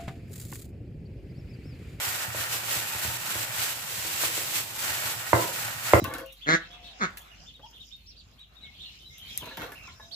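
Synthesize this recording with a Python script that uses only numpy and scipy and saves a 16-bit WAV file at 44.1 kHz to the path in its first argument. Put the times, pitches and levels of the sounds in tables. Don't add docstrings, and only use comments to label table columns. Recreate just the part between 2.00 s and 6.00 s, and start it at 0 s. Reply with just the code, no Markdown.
import sys
import numpy as np
from scipy import signal
from scipy.fft import rfft, irfft
from scipy.io import wavfile

SR = 44100
rng = np.random.default_rng(int(sys.argv[2]) if len(sys.argv) > 2 else 0)


def generate_wav(sig):
    pcm = np.round(np.clip(np.atleast_2d(sig).T, -1, 1) * 32767).astype(np.int16)
    wavfile.write(sys.argv[1], SR, pcm)


def ratio_of_db(decibels):
    return 10 ** (np.asarray(decibels, float) / 20)


N = 176400
BASS_PAN_DB, RUSTLE_PAN_DB = -4.5, -1.4


def rms_one(x):
    return x / np.sqrt(np.mean(x ** 2) + 1e-20)


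def colour(x, points):
    hz, db = np.transpose(points)
    f = np.maximum(np.arange(N // 2 + 1) * SR / N, 1)
    gain = ratio_of_db(np.interp(np.log(f), np.log(hz), db, left=-60))
    return rms_one(irfft(rfft(x) * gain, N))


def drift(rate_hz):
    step = 40
    r = np.exp(-2 * np.pi * rate_hz * step / SR)
    noise = rng.standard_normal(N // step + 2002)
    slow = signal.lfilter([1], [1, -2 * r, r * r], noise)[2000:]
    return np.interp(np.arange(N) / step, np.arange(len(slow)), rms_one(slow))


def grains(per_s, spread_db):
    sizes = ratio_of_db(spread_db * np.minimum(rng.exponential(1, (2, N)), 5))
    signs = rng.choice([-1, 1], (2, N))
    return sizes * signs * (rng.random((2, N)) < per_s / SR)


def ring(clicks, hz, t60_s):
    r, w = ratio_of_db(-60 / (t60_s * SR)), 2 * np.pi * hz / SR
    return signal.lfilter([0, np.sin(w)], [1, -2 * r * np.cos(w), r * r], clicks + 1e-18)


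def strikes(times_s, gains):
    out = np.zeros(np.shape(gains)[:-1] + (N,))
    out[..., (np.asarray(times_s) * SR).astype(int)] = gains
    return out


def pan(x, db):
    left, right = x * ratio_of_db([[db / 2], [-db / 2]]) * np.ones((2, 1))
    return np.array([left, np.roll(right, 6)])


# frequency_hz [Hz], level_db [dB per Hz]
AIR_SPECTRUM = [(20, 4), (70, -20), (110, -6.5), (150, -9.5), (250, -21.5), (450, -21), (1000, -10.5),
                (3000, -74)]


def air():
    level_db = -48
    mid, side = rng.standard_normal((2, N))
    return pan(ratio_of_db(level_db) * colour(mid + 0.13 * side * [[1], [-1]], AIR_SPECTRUM), BASS_PAN_DB)


def low_pass(x, hz):
    return signal.lfilter(*signal.butter(1, hz, fs=SR), x)


def kitchen(x):
    first_echo_s, alike_below_hz, wall_cut_hz = 0.0035, 520, 1100
    bass_t60_s, treble_t60_s = 0.47, 0.28
    t = np.arange(SR // 2) / SR
    echoes = rng.standard_normal((3, len(t))) * np.clip(t / first_echo_s - 1, 0, 1)
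    own, shared = echoes[:2], echoes[2]
    echoes = own - low_pass(own, alike_below_hz) + low_pass(shared, alike_below_hz)
    dull = low_pass(echoes, wall_cut_hz)
    bright = echoes - dull
    reply = dull * ratio_of_db(-60 * t / bass_t60_s) + bright * ratio_of_db(-60 * t / treble_t60_s)
    return signal.fftconvolve(x, reply / 36, axes=1)[:, :N]


# start_s [s], peak_db [dB]
THUDS = [(0.069, -35), (0.278, -28), (0.394, -43), (0.499, -42), (0.61, -46), (0.764, -29.5), (0.95, -30),
         (1.048, -25.5), (1.075, -25), (1.354, -29), (1.58, -34), (1.979, -35), (2.14, -40), (2.222, -53),
         (2.897, -32), (3.049, -35.5), (3.499, -55), (3.638, -39), (3.759, -41)]
# frequency_hz [Hz], level_db [dB], t60_s [s]
SLAB = [(83.7, -8, 0.1), (91.6, -7, 0.22), (115.7, -1, 0.24), (128, -14, 0.28), (166, -12.5, 0.22),
        (210, 3, 0.082)]


def counter():
    shuffles_per_s, shuffle_db, push_ms = 59, -53.5, 6.5
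    knock_pushes = [(start + 0.003, slab_db) for start, _, _, slab_db in KNOCKS]
    start_s, peak_db = np.transpose(list(THUDS) + knock_pushes)
    scatter_db = rng.normal(0, 2.5, (len(start_s), len(SLAB)))
    shuffles = np.vstack([grains(shuffles_per_s, 2.74) for _ in range(3)])
    shuffles = ratio_of_db(shuffle_db) * shuffles
    out = 0
    for k, (hz, level_db, t60_s) in enumerate(SLAB):
        pushes = strikes(start_s, ratio_of_db(peak_db - 5.5 + scatter_db[:, k])) + shuffles[k]
        out = out + ring(ratio_of_db(level_db) * pushes, hz, t60_s)
    band = signal.butter(2, [68, 1000 / push_ms], "band", fs=SR, output="sos")
    return pan(signal.sosfilt(band, out), BASS_PAN_DB)


# start_s [s], peak_db [dB], pitch_hz [Hz], slab_db [dB]
KNOCKS = [(.347, -28.0, 660, -37), (.392, -41, 850, -34), (0.544, -30.5, 960, -63),
          (0.756, -32, 622, -45.0), (.95, -32.5, 327, -46), (1.049, -31, 350, -47), (1.355, -29, 615, -55),
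          (2.05, -33, 550, -55.0), (2.236, -24.5, 820, -37), (2.25, -35, 294, -43),
          (2.378, -28.0, 554, -61), (2.6, -36, 407, -57), (3.3312, -4, 904, -15.5), (3.9349, 0.5, 616, -8)]
# frequency_hz [Hz], level_db [dB], t60_s [s]
PANEL = [(310, -7.5, 0.044), (415, -3, 0.013), (488, -3, 0.043), (548, -5.5, 0.022), (657, -11.5, 0.045),
         (687, -0.5, 0.023), (930, -9, 0.035), (986, 2.5, 0.024), (1120, -3.5, .025), (1190, 4, 0.013),
         (1410, 1, 0.031), (1440, -0.5, 0.017), (2090, 0.5, 0.018), (2730, -7, 0.011)]


def knocks():
    panel_db, off_pitch_db_per_oct, mode_scatter_db = -5, 3, 3.5
    opposed_above_hz = 800
    contact_t60_s, bounce_s, bounce_db = 0.0091, 0.002, -1.5
    start_s, peak_db, pitch_hz, _ = np.transpose(KNOCKS)
    scatter_db = mode_scatter_db * np.tanh(rng.normal(0, 1, (len(start_s), 2, len(PANEL))))
    out = 0
    for k, (hz, level_db, t60_s) in enumerate(PANEL):
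        ear_sign = (-1) ** k * np.array([[np.sign(opposed_above_hz - hz)], [1]])
        off_pitch_db = off_pitch_db_per_oct * abs(np.log2(hz / pitch_hz))
        mode_db = peak_db + level_db + panel_db - off_pitch_db + scatter_db[:, :, k].T
        out = out + ring(strikes(start_s, ear_sign * ratio_of_db(mode_db)), hz, t60_s)
    for start, peak, hz in zip(start_s, peak_db, pitch_hz):
        blow = strikes([start, start + bounce_s], ratio_of_db([peak, peak + bounce_db]))
        out = out - ring(blow, hz, contact_t60_s)
    band = signal.butter(2, [190, 3220], "band", fs=SR, output="sos")
    out = signal.sosfilt(band, out)
    return pan(out, -1.5), pan(out[1], -1.7)


# centre_s [s], spread_ms [ms], crinkle_db [dB]
SQUEEZES = [(-0.055, 27, -31.5), (0.059, 97, -30.5), (0.222, 21, -35.5), (0.41, 40, -31),
            (0.541, 34, -30.3), (0.739, 52, -28), (0.968, 150, -34.5), (1.035, 32, -32.5),
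            (1.149, 23, -36.5), (1.335, 60, -31.5), (1.42, 19, -31), (1.615, 60.3, -29.5),
            (1.783, 44, -37.5), (1.887, 25, -36.5), (2.102, 114, -31.7), (2.244, 24, -24.5),
            (2.369, 45, -30.5), (2.471, 31, -33), (2.578, 32.4, -28), (2.704, 28, -45), (2.883, 67, -29.7),
            (3.063, 57.4, -30.5), (3.208, 18, -40), (3.285, 45, -37), (3.403, 42, -30), (3.559, 37, -33),
            (3.677, 38, -33.5), (3.786, 14, -41.5), (3.92, 57.5, -31.5)]


def effort_db():
    rest_db = -41.5
    t = np.arange(0, N, 40) / SR
    power = ratio_of_db(2 * rest_db)
    for centre_s, spread_ms, crinkle_db in SQUEEZES:
        bell = np.exp(-0.5 * ((t - centre_s) * 1000 / spread_ms) ** 2)
        power = power + ratio_of_db(2 * crinkle_db) * bell
    return np.interp(np.arange(N) / SR, t, 10 * np.log10(power))


# time_s [s], squelch_over_crinkle_db [dB]
SINK = [(0, -6), (.3, -3.5), (.55, -8), (1.2, -6), (1.6, -7.5), (1.85, -11), (2.2, -13), (2.65, -17),
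        (2.85, -6), (3.2, -4.5), (3.4, -11), (3.65, -4.5), (4, -3.5)]
# frequency_hz [Hz], width_hz [Hz], share [ratio]
HOLLOW = [(570, 40, 0.22), (913, 27, 0.89), (1372, 270, 2.3), (1553, 140, 0.78), (1774, 70, 0.67),
          (1884, 77, 1.47), (2250, 130, 0.74), (2560, 420, 0.89)]
# frequency_hz [Hz], level_db [dB per Hz]
FOOD = [(200, -11), (450, -22), (540, -1), (1200, -5), (1420, 1.5), (2000, 1.5), (2900, 5), (5000, -5.5)]


def food(effort):
    pops_per_s, pop_spread_db = 2500, 4
    alike, follows_effort = 0.27, 0.77
    pops = grains(pops_per_s * ratio_of_db(3.0 * drift(15)), pop_spread_db)
    pops = pops * (1 - alike) + alike * pops.sum(axis=0)
    hollow = 0
    for hz, width_hz, share in HOLLOW:
        hollow = hollow + 0.5 * share * rms_one(ring(pops, hz, 1.67 / width_hz))
    pops = rms_one(pops) + hollow
    mean_db = effort.mean()
    sink_db = np.interp(np.arange(N) / SR, *np.transpose(SINK))
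    level_db = follows_effort * (effort - mean_db) + mean_db + sink_db
    return pan(ratio_of_db(level_db) * colour(pops, FOOD), RUSTLE_PAN_DB)


# frequency_hz [Hz], level_db [dB per Hz]
GLOVE = [(250, -8), (900, -7), (2600, 0), (5500, -4), (8300, -6.5), (9600, -7.5), (12000, -2.5),
         (15500, -5.5)]


def glove(effort):
    creases_per_s, crease_spread_db = 9000, 2.5
    swing_db = effort - effort.mean()
    snaps = grains(creases_per_s * ratio_of_db(0.5 * swing_db + 2.5 * drift(25)), crease_spread_db)
    snaps = snaps / ratio_of_db(0.19 * swing_db)
    return pan(ratio_of_db(effort) * colour(snaps, GLOVE), RUSTLE_PAN_DB)


def scene():
    rustle_room_db, knock_room_db = -6.5, -0.5
    effort = effort_db()
    rustle = glove(effort) + food(effort)
    blows, blows_to_room = knocks()
    room = kitchen(ratio_of_db(rustle_room_db) * rustle + ratio_of_db(knock_room_db) * blows_to_room)
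    return rustle + blows + counter() + air() + room


def band_limit(x):
    return signal.sosfilt(signal.butter(12, 16410, fs=SR, output="sos"), x)


def record(dry):
    peak_hz, peak_width_hz, peak_share = 7690, 1150, 1
    low_hz, top_hz, clip_top = 73.6, 15520, 2.4
    x = dry + peak_share * signal.lfilter(*signal.iirpeak(peak_hz, peak_hz / peak_width_hz, SR), dry)
    x = signal.sosfilt(signal.butter(2, low_hz, "high", fs=SR, output="sos"), x)
    x = signal.sosfilt(signal.ellip(12, 0.5, 70, top_hz, fs=SR, output="sos"), x)
    mix = np.clip(clip_top * np.tanh(x / clip_top), -1, 1)
    return band_limit(mix)


dry = scene()
out = record(dry)
generate_wav(out)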